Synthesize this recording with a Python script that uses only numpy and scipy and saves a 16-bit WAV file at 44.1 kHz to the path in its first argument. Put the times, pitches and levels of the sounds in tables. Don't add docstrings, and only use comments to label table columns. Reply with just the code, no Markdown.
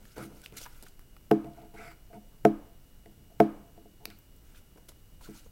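import sys
import numpy as np
from scipy import signal
from scipy.fft import rfft, irfft, next_fast_len
from scipy.io import wavfile
from scipy.ndimage import uniform_filter1d

SR = 44100
rng = np.random.default_rng(int(sys.argv[2]) if len(sys.argv) > 2 else 0)


def volts_from_decibels(level):
    exponent = np.asarray(level, float) / 20
    return 10 ** exponent


def output_pcm(signal):
    pcm = np.clip(np.atleast_2d(signal).T, -1, 1) * 32767
    wavfile.write(sys.argv[1], SR, np.round(pcm).astype(np.int16))


N = 242991

# (first touch [s], rim crack [s], full force [s])
CONTACTS = [
    (1.3110, 1.3137, 1.3156),
    (2.4498, 2.4519, 2.45245),
    (3.4006, 3.4027, 3.4032),
]
# (touch [dB], crack [dB], blow [dB], contact [ms], room [dB])
KNOCKS = [
    (-20.5, -20, 0.5, 0.65, -44),
    (-25, -19, 0.8, 0.54, -43),
    (-23, -19, 0.4, 0.36, -40.5),
]


def evened(x):
    return x / np.sqrt(np.mean(x ** 2) + 1e-20)


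def smooth_noise(width, passes=1):
    x = rng.standard_normal(N)
    for _ in range(passes):
        x = uniform_filter1d(x, size=width)
    return evened(x)


def read(points, hz):
    f, value = np.transpose(points)
    return np.interp(np.log(hz + 1), np.log(f + 1), value)


def add(mix, start_s, sound):
    part = mix[round(start_s * SR):][:len(sound)]
    part += sound[:len(part)]


def coloured(points, x):
    size = next_fast_len(len(x))
    gain = volts_from_decibels(read(points, np.fft.rfftfreq(size, 1 / SR)))
    return irfft(rfft(x, size) * gain, size)[:len(x)]


def click(points):
    log_gain = np.log(volts_from_decibels(read(points, abs(np.fft.fftfreq(2048, 1 / SR)))))
    pulse = np.fft.ifft(np.exp(np.conj(signal.hilbert(log_gain)))).real[:1024]
    return pulse / abs(pulse).max()


def ring(hz, t60_s, db=0, count=SR // 2):
    t = np.arange(count) / SR
    return volts_from_decibels(db - 60 * t / max(t60_s, .001)) * np.cos(2 * np.pi * hz * t)


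def push(contact_ms):
    length = contact_ms * SR / 1000
    force = np.sin(np.pi * np.arange(.5, length) / length)
    return force / force.sum()


def table_top(place):
    # (frequency [Hz], t60 [s], sign, level at first, second, third place [dB])
    modes = [(146, .15, 1, -24.5, -22.5, -23), (209.9, .245, 1, -20, -18.5, -18.5),
             (262.3, .3, -1, -33, -33, -31.5), (289.8, .33, 1, -26.5, -25.5, -26.5),
             (324.8, .25, 1, -16.5, -17.5, -17), (373.5, .062, 1, -20.5, -18.5, -22),
             (420.5, .098, 1, -10.5, -10, -10.5), (449.2, .031, -1, -11, -8, -8),
             (511.9, .108, -1, -33, -30, -30.5), (565, .053, -1, -29.5, -18.5, -19),
             (642, .12, -1, -45, -24, -23.5), (690.5, .068, 1, -14.5, -7.5, -6.5),
             (715.2, .051, -1, -21, -24, -19.5), (860, .06, -1, -33, -32.5, -26.5),
             (940, .037, -1, -34, -27, -22.5)]
    return sum(sign * ring(hz, t60_s, db[place]) for hz, t60_s, sign, *db in modes)


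def knocks():
    # (frequency [Hz], level [dB])
    crack_spectrum = [(500, -11.5), (1300, 2.5), (2350, -12), (2700, -24.5), (3200, -11.5), (4000, -24.5),
                      (5200, -10), (6800, -16.5), (9200, -20), (12500, -14), (14500, -13.5), (15800, -23.5),
                      (20000, -28)]
    # (frequency [Hz], t60 [s], level in first, second, third blow [dB])
    rim_modes = [(835, .035, -19, -39, -36), (1080, .06, -34.5, -39.5, -33), (1390, 0.023, -45, -29, -31.5),
                 (1290, 0.044, -37, -25.5, -29), (1530, 0.034, -27, -25.5, -26.5),
                 (1730, .02, -47.5, -32.5, -33.5), (1820, .03, -62, -35.5, -40),
                 (1950, .012, -55, -28, -33.5), (2150, 0.016, -36, -26, -21.5), (2390, .014, -49, -34, -38),
                 (2710, 0.014, -29.5, -56, -52.5), (2940, 0.019, -32.5, -42.5, -40),
                 (3270, .012, -49, -40.5, -44)]
    # (delay [s], level [dB])
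    bounces = [(.004, -21), (.0068, -17), (.0095, -23), (.0128, -20), (.016, -23), (.0195, -26),
               (.023, -25), (.03, -30)]
    touch_tick_db, grind_db = -12, -15.5
    pulse = click(crack_spectrum)
    out = np.zeros(N)
    for place, (times_s, knock) in enumerate(zip(CONTACTS, KNOCKS)):
        touch_s, crack_s, force_s = times_s
        touch_db, crack_db, blow_db, contact_ms, _ = knock
        add(out, touch_s - .0003, -np.convolve(ring(770, .032, touch_db), push(.52)))
        blow = np.convolve(table_top(place), push(contact_ms))
        add(out, force_s - contact_ms / 2000, blow * volts_from_decibels(blow_db))

        rattle = ring(0, .012, -22, count=600) * rng.standard_normal(600)
        rattle[0] = -1
        crack = volts_from_decibels(crack_db) * np.convolve(rattle, pulse)
        add(out, crack_s, crack)
        add(out, touch_s, volts_from_decibels(touch_tick_db) * crack)

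        squeeze = np.linspace(.15, 1, round((crack_s - touch_s) * SR)) ** 2
        squeeze = squeeze * rng.standard_normal(len(squeeze))
        grind = np.convolve(squeeze, np.convolve(pulse, push(.09)))
        add(out, touch_s, volts_from_decibels(crack_db + grind_db) * grind)

        treble = np.convolve(crack, [.4, .4, 0, -.4, -.4])
        for delay_s, bounce_db in bounces:
            smear = rng.standard_normal(30) / 6
            add(out, crack_s + delay_s, volts_from_decibels(bounce_db) * np.convolve(treble, smear))

        rim = sum(ring(hz, t60_s, db[place]) for hz, t60_s, *db in rim_modes)
        add(out, crack_s, -np.convolve(rim, push(.22)))
    return out


def bumps():
    # (time [s], blow [dB], contact [ms])
    hits = [
        (1.4445, -36, 0.72),
        (2.101, -47, .4),
        (2.133, -37.5, 0.25),
        (3.059, -40.5, 0.74),
        (3.777, -39.5, 0.2),
        (3.856, -40, 0.75),
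        (4.058, -44, 1.9),
        (4.076, -29, 2.46),
        (5.288, -20, 2.52),
    ]
    out = np.zeros(N)
    for start_s, db, contact_ms in hits:
        add(out, start_s, np.convolve(table_top(2), push(contact_ms)) * volts_from_decibels(db))
    return out


def snaps():
    # (time [s], level [dB], level added at the top of the range [dB])
    releases = [
        (4.0553, -14.5, 0),
        (4.1022, -34, -7),
    ]
    # (frequency [Hz], level [dB])
    spectrum = [(180, -12), (300, 6.5), (987, -1.5), (2360, 6.5), (3410, 0), (4690, 9), (5550, 3),
                (7260, -10), (12800, 2), (16300, -2), (20000, -9)]
    out = np.zeros(N)
    for start_s, db, top_db in releases:
        shiver = ring(0, .011, -23, count=800) * rng.standard_normal(800)
        shiver[0] = 1
        snap = np.convolve(shiver, click(spectrum))
        add(out, start_s, volts_from_decibels(db) * coloured([(5000, 0), (12000, top_db)], snap))
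    return out


def slips(per_s, spread_db, flutter_db):
    clumps = smooth_noise(300)
    size = volts_from_decibels(spread_db * np.minimum(rng.exponential(1, N), 4) + flutter_db * clumps)
    return evened(size * rng.standard_normal(N) * (rng.random(N) < per_s / SR))


def stroke(rows, column, rise_s, fade_db_per_s, rest_db, sag_db=0, arch=0):
    power = np.full(N, volts_from_decibels(rest_db) ** 2)
    t = np.arange(SR // 2) / SR
    for row in rows:
        start_s, hold_s = row[:2]
        done = np.clip(t / (rise_s + hold_s), 0, 1)
        swell = (.2 + .8 * np.sin(np.pi * done)) ** arch
        fade_db = fade_db_per_s * np.maximum(t - rise_s - hold_s, 0)
        gain = volts_from_decibels(row[column] + sag_db * done + fade_db)
        add(power, max(start_s - rise_s / 2, 0), (np.minimum(t / rise_s, 1) * swell * gain) ** 2)
    return np.sqrt(power)


def patchy(x, patchy_db):
    z = signal.stft(x, nperseg=256)[2]
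    field = uniform_filter1d(rng.standard_normal(z.shape), size=7, axis=0)
    field = uniform_filter1d(field, size=7, axis=1)
    return evened(signal.istft(z * volts_from_decibels(patchy_db * evened(field)), nperseg=256)[1][:N])


def scraped_tube(down):
    # (frequency [Hz], width [Hz], level [dB])
    modes = [(1410, 320, 3), (1535, 320, -11), (2010, 340, 2), (2191, 270, -1.5)]
    # (stick lifted [dB], pressed on the sheet [dB])
    upper_db = (-3.5, -2)
    scrape = slips(per_s=9000, spread_db=1.5, flutter_db=1.3)
    rung = []
    for hz, width_hz, db in modes:
        mode = ring(hz, 2 / width_hz, count=600)
        twice = np.convolve(mode, mode)
        rung.append(volts_from_decibels(db) * evened(signal.oaconvolve(scrape, twice)[:N]))
    upper = volts_from_decibels(np.where(down, upper_db[1], upper_db[0]))
    return evened(sum(rung[:2]) + upper * sum(rung[2:]))


def rubbing():
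    # (start [s], hold [s], flat of the hand [dB], tip of stick or finger [dB])
    presses = [(0.0, 0.04, -60.5, -62), (0.165, 0.013, -72, -47), (0.175, 0.028, -63, -43.5),
               (0.185, 0.078, -43, -52.5), (0.28, 0.1, -55, -57), (0.44, 0.036, -74, -62),
               (0.522, 0.0067, -47.5, -51.5), (0.55, 0.031, -51.5, -65), (0.605, 0.02, -73, -55),
               (0.825, 0.01, -70.5, -50), (1.44, 0.049, -44, -52), (1.565, 0.088, -54, -55.5),
               (1.738, 0.0074, -50, -45.5), (1.78, 0.1, -58, -51.5), (2.1, 0.015, -66.5, -62.5),
               (2.14, 0.037, -48.5, -61.5), (2.28, 0.1, -70, -75.5), (2.6, 0.074, -60, -61),
               (3.06, .04, -59, -67), (3.17, 0.056, -59.5, -84), (3.3, 0.089, -63, -75),
               (3.56, 0.14, -56, -77), (3.76, 0.1, -58.5, -72), (4.0, .1, -63, -59.5),
               (4.49, 0.13, -90, -69.5), (4.76, 0.035, -68, -59.5), (4.885, 0.015, -64.5, -53.5),
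               (5.21, 0.11, -67.5, -63.5), (5.3, 0.048, -68, -76), (5.455, 0.013, -70, -69.5)]
    # (start [s], hold [s], tube scrape [dB], fibre hiss [dB])
    slides = [(0.0, 0.29, -69, -66), (0.16, 0.093, -52.5, -59.5), (.163, .025, -70, -59.5),
              (.22, 0.046, -70, -58.5), (.365, 0.016, -77, -64.5), (0.29, 0.21, -70.5, -66.5),
              (0.435, 0.036, -73, -56.5), (0.53, 0.071, -60, -62), (0.567, 0.021, -58, -45.5),
              (0.605, 0.043, -60.5, -50), (0.66, 0.045, -67, -66), (0.69, 0.14, -68.5, -65),
              (0.83, 0.0081, -66, -58), (.85, 0.033, -78, -62.5), (.882, 0.0072, -79, -61),
              (.9, .04, -84, -72), (1.0, 0.019, -70, -68), (1.44, 0.024, -69, -76),
              (1.54, 0.12, -68.5, -73), (1.74, 0.022, -64, -66), (1.76, 0.12, -53, -65),
              (1.86, 0.07, -58.5, -70), (2.128, 0.038, -65.5, -69), (3.27, 0.017, -84.5, -80),
              (4.06, 0.026, -70, -71), (4.104, 0.0067, -55, -63), (4.12, .06, -80, -77),
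              (4.44, 0.11, -73.5, -72), (4.545, 0.051, -67, -62), (4.77, 0.017, -71, -69),
              (4.886, 0.0048, -62, -48), (5.21, 0.089, -66.5, -59.5), (5.235, .03, -75, -71),
              (5.29, 0.039, -65.5, -66), (5.325, 0.079, -65, -58), (5.39, 0.086, -75, -67.5)]
    # flat, tip, tube, fibres [dB]
    rest_db = [-87.5, -86, -82.5, -90]
    # (from [s], to [s])
    stick_down_s = (1.3, 4.11)
    # (frequency [Hz], level [dB])
    palm = [(60, -16.5), (130, 0), (210, -4.5), (300, -9.5), (450, -21.5)]
    # (frequency [Hz], level [dB])
    tip_contact = [(200, -22.5), (330, -3), (430, -0.5), (530, -5.5), (690, 1), (900, 9.5), (1050, 6.5),
                   (1200, -13.5)]
    # (frequency [Hz], level [dB])
    fingertip = [(250, 4), (450, 9), (700, 1), (1000, -1), (1300, -23), (1800, -30)]
    # (frequency [Hz], density [dB per Hz])
    fibres = [(1470, -26.5), (2500, -3.5), (3300, -4), (6250, -4.5), (7030, -4.5), (11100, -6), (15100, -9),
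              (16100, -8.5), (16500, -30)]
    t = np.arange(N) / SR
    down = (t > stick_down_s[0]) & (t < stick_down_s[1])
    flat, tip = (stroke(presses, 2 + k, rise_s=.004, fade_db_per_s=-500, rest_db=rest_db[k], sag_db=-4)
                 for k in range(2))
    scraping, hissing = (stroke(slides, 2 + k, rise_s=.0064, fade_db_per_s=-700, rest_db=rest_db[2 + k], arch=.44)
                         for k in range(2))

    dragged = np.zeros(N)
    lead = 400
    for weight, contact in ((flat, palm), (tip * down, tip_contact)):
        wood = coloured(contact, np.roll(table_top(0) + table_top(1), lead))
        drag = weight * slips(per_s=8000, spread_db=1.2, flutter_db=.8)
        dragged += signal.oaconvolve(drag, wood / np.linalg.norm(wood))[lead:N + lead]

    tube = scraped_tube(down)
    hiss = patchy(coloured(fibres, slips(per_s=20000, spread_db=2, flutter_db=1.2)), patchy_db=2.2)
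    finger = evened(coloured(fingertip, slips(per_s=4500, spread_db=3.5, flutter_db=-2)))
    uneven_speed = volts_from_decibels(1.0 * smooth_noise(500, passes=2))
    return dragged + uneven_speed * (tip * ~down * finger + scraping * tube + hissing * hiss)


def ticks():
    # (time [s], level [dB], centre [Hz], t60 [s], ring
    paper = [(0.054, -39.5, 1880, 0.012, 5), (0.4177, -37.5, 8100, 0.007, 6),
             (0.4327, -45.5, 1460, 0.021, 6.1), (0.4609, -27.5, 2650, 0.0066, 9),
             (0.5242, -38, 2500, 0.006, 2.8), (0.656, -35, 1170, 0.018, 5.1),
             (0.6616, -35, 950, 0.052, 9.5), (0.826, -31, 11200, 0.0092, 5), (0.865, -44.5, 1410, 0.05, 10),
             (0.9938, -36.5, 1290, 0.012, 2.5), (1.167, -50, 1500, 0.016, 10), (1.166, -40, 714, .02, 11),
             (1.2096, -56, 1430, 0.014, 3.5), (1.741, -49, 2010, 0.0069, 5.8),
             (3.0592, -41.5, 1945, 0.0097, 19), (4.776, -42, 1040, 0.01, 2.7),
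             (4.8913, -42, 917, 0.0036, 3.6), (4.9193, -43, 864, 0.01, 3), (5.2092, -49, 909, 0.078, 11),
             (5.461, -46, 450, 0.03, 12), (2.321, -62, 1160, 0.26, 18), (1.915, -43, 900, 0.041, 7.3),
             (1.445, -43.5, 2500, .012, 6.7), (1.4707, -45, 2000, .008, 3), (1.535, -48, 3700, .008, 5),
             (1.6029, -51, 2200, .012, 6), (1.6178, -46, 2100, .01, 4), (.2204, -45, 2230, .01, 3),
             (.739, -47, 3500, .006, 2), (.884, -44, 8500, .012, 14), (4.1028, -34, 3200, 0.014, 2.5),
             (4.074, -50, 7800, .006, 6), (4.188, -56, 8200, .02, 20), (2.1302, -50, 1450, 0.023, 8.8),
             (5.2178, -49, 4500, .008, 3), (.35, -46, 11000, .01, 6),
             (.569, -42, 2100, .03, 6), (.573, -43, 6300, .02, 14), (.6193, -44, 6000, .015, 8),
              (.826, -38, 4500, .008, 2.5), (.4185, -47, 13000, .008, 4), (.481, -50, 9500, .008, 8),
              (2.448, -47, 6000, .005, 4), (3.396, -43, 6000, .005, 2.1), (3.462, -53, 10000, .005, 2.1),
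              (4.04, -50, 12000, .005, 2), (4.0515, -46, 5500, .012, 4), (.8695, -41, 4500, .007, 2),
              (.896, -51, 4000, .006, 1.5), (4.0617, -42, 12000, .004, 3.1), (.994, -50, 5200, .006, 3),
              (1.2115, -50, 6000, .008, 1.2), (1.228, -53, 10000, .006, 1.5), (4.887, -51, 6000, .012, 1.5),
              (4.188, -49, 13900, .04, 160), (4.3635, -52, 14300, .025, 40), (4.364, -57, 8000, .02, 30),
              (4.548, -52, 1430, .05, 12), (4.558, -53, 3100, .06, 30), (5.255, -52, 1540, .07, 25),
              (5.272, -52, 1070, .07, 20), (5.35, -54, 910, .08, 20)]
    count = 3000
    out = np.zeros(N)
    for start_s, db, hz, t60_s, cycles in paper:
        noise = rng.standard_normal(count)
        noise[0] = 5
        body = np.convolve(noise, ring(hz, cycles / hz, count=400))[:count]
        edge_db = 4.5 - 6.5 * np.log2(cycles)
        edge = volts_from_decibels(edge_db) * np.diff(noise, prepend=0)
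        tick = ring(0, t60_s, count=count) * (evened(body) + edge)
        add(out, start_s, volts_from_decibels(db) * tick / abs(tick).max())
    return out


def gliding(rows, q):
    out = np.zeros(N)
    for start_s, length_s, db, from_hz, to_hz in rows:
        noise = rng.standard_normal((2, SR // 4))
        done = np.arange(0, 1, 1 / (length_s * SR))[:SR // 4]
        pole = np.exp(-np.pi * from_hz / q / SR)
        slow = signal.lfilter([1], np.convolve([1, -pole], [1, -pole]), noise[0] + 1j * noise[1])
        turns = np.cumsum(from_hz + (to_hz - from_hz) * done) / SR
        band = (slow[:len(done)] * np.exp(2j * np.pi * turns)).real
        add(out, start_s, volts_from_decibels(db) * np.sqrt(np.sin(np.pi * done)) * evened(band))
    return out


def singing():
    # (start [s], length [s], level [dB], from [Hz], to [Hz])
    sings = [(.09, .054, -70, 4700, 5330), (.165, .083, -55, 1426, 1316), (.17, .03, -64, 4600, 4700),
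             (.21, .037, -68, 4870, 4900), (.22, .04, -64, 10500, 10500), (.222, .03, -65, 14800, 14800),
             (.432, .018, -59, 1520, 1500), (.565, .019, -54, 6500, 6160), (.57, .016, -51, 2314, 1820),
             (.575, .035, -58, 5800, 5720), (.61, .04, -58, 11000, 11500), (.625, .024, -51, 6660, 5550),
             (.632, .025, -58, 15200, 15000), (.656, .0167, -56, 1700, 1500), (.67, .03, -64, 14200, 14600),
             (.76, .035, -68, 11500, 12500), (.828, .016, -60, 12300, 12000), (1.76, .062, -55, 2000, 2400),
             (1.76, .19, -70, 7620, 7600), (1.774, .14, -74, 9400, 9400), (1.78, .1, -70, 3920, 3380),
             (1.78, .15, -71, 11500, 11500), (1.8, .14, -66, 5060, 4680), (1.83, .094, -58.5, 2250, 2010),
             (4.062, .03, -65, 4650, 4300), (4.104, .02, -62, 2600, 2200), (4.106, .07, -70, 3900, 4600),
             (5.21, .08, -68, 4180, 4370), (5.235, .036, -63, 6860, 6500), (5.235, .04, -65, 14000, 14500),
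             (5.238, .03, -70, 3520, 3470), (5.34, .08, -68, 4540, 3900), (5.345, .04, -64, 6100, 6500),
             (5.44, .04, -73, 6300, 6600)]
    return gliding(sings, q=5.8)


def humming():
    # (start [s], length [s], level [dB], from [Hz], to [Hz])
    hums = [(1.446, .045, -53, 700, 690), (1.565, .09, -56, 690, 690), (1.785, .11, -54, 700, 680),
            (2.098, .04, -57, 690, 685), (2.127, .06, -52, 695, 700), (2.13, .07, -54, 210, 210),
            (2.14, .045, -62, 850, 950), (2.145, .05, -60, 425, 430), (2.235, .04, -66, 510, 520),
            (3.295, .035, -62, 680, 680)]
    return gliding(hums, q=14)


def blows_to_room():
    # (frequency [Hz], level [dB])
    wash = [(150, -2.5), (450, 4.5), (900, -1.5), (1500, -8.5), (2200, -18), (3100, -20.5), (4500, -25),
            (7000, -22.5), (11000, -22.5), (16000, -26.5)]
    # (frequency [Hz], t60 [s], level [dB])
    linger = [(685, .12, -44), (1070, .08, -56.5), (1240, .08, -53.5), (1596, .07, -56.5),
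              (2250, 0.034, -53)]
    out = np.zeros(N)
    for (_, crack_s, _), knock in zip(CONTACTS, KNOCKS):
        out[round(crack_s * SR)] = volts_from_decibels(knock[-1] + 40)
    lasting = sum(ring(*mode) for mode in linger)
    return coloured(wash, out) + signal.oaconvolve(out, lasting)[:N]


def room(x):
    # (frequency [Hz], t60 [s])
    decay = [(150, .5), (600, .6), (1200, .62), (2500, .55), (4000, .36), (7000, .17), (12000, .12)]
    taps = np.zeros(SR)
    at = np.arange(200, SR - 20, 20)
    taps[at + rng.integers(0, 20, len(at))] = rng.choice([-1., 1.], len(at))
    hz, t, z = signal.stft(taps, SR, nperseg=128)
    fade = volts_from_decibels(-60 * t / read(decay, hz)[:, None])
    tail = signal.istft(z * fade, SR, nperseg=128)[1]
    return signal.fftconvolve(x, tail / np.linalg.norm(tail))[:N]


def air():
    # (frequency [Hz], density [dB per Hz])
    spectrum = [(8.8, -37.5), (15, 12.5), (37, 0), (143, -9.5), (584, -24), (1080, -31), (2530, -34.5),
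                (2840, -30), (3110, -34), (6270, -35.5), (8170, -35.5), (9180, -35.5), (15100, -32),
                (16400, -32)]
    # (frequency [Hz], level [dB rms])
    whines = [(2905, -78), (5809, -86.5), (8000, -84.5), (13096, -86)]
    t = np.arange(N) / SR
    waver = volts_from_decibels(.59 * smooth_noise(1500))
    whine = sum(np.sqrt(2) * volts_from_decibels(db) * np.sin(2 * np.pi * hz * t) for hz, db in whines)
    return volts_from_decibels(-53.5) * evened(coloured(spectrum, rng.standard_normal(N))) + waver * whine


def scene():
    # (frequency [Hz], level [dB])
    low_cut = [(50, -12), (110, -7), (145, -1), (170, 0)]
    # (frequency [Hz], level [dB])
    echo = [(150, -22), (600, -17), (1500, -19.5), (4000, -18), (12000, -17.5)]
    # (frequency [Hz], level [dB])
    loud_edge = [(16150, 0), (16450, -14), (16780, -34), (16830, -80)]
    # (frequency [Hz], level [dB])
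    quiet_edge = [(15950, 0), (16030, -50)]
    struck = coloured(low_cut, knocks() + bumps())
    snap = snaps()
    handling = rubbing() + ticks() + singing() + humming()
    reflected = room(blows_to_room() + coloured(echo, snap + handling))
    loud = coloured(loud_edge, struck + snap)
    quiet = coloured(quiet_edge, handling + reflected + air())
    return (loud + quiet)[None]


def band_limit(x):
    return signal.sosfilt(signal.butter(12, 16810, fs=SR, output="sos"), x)


def record(dry):
    ceiling = .7
    mix = dry / (1 + (abs(dry) / ceiling) ** 6) ** (1 / 6)
    return band_limit(mix)


dry = scene()
out = record(dry)
output_pcm(out)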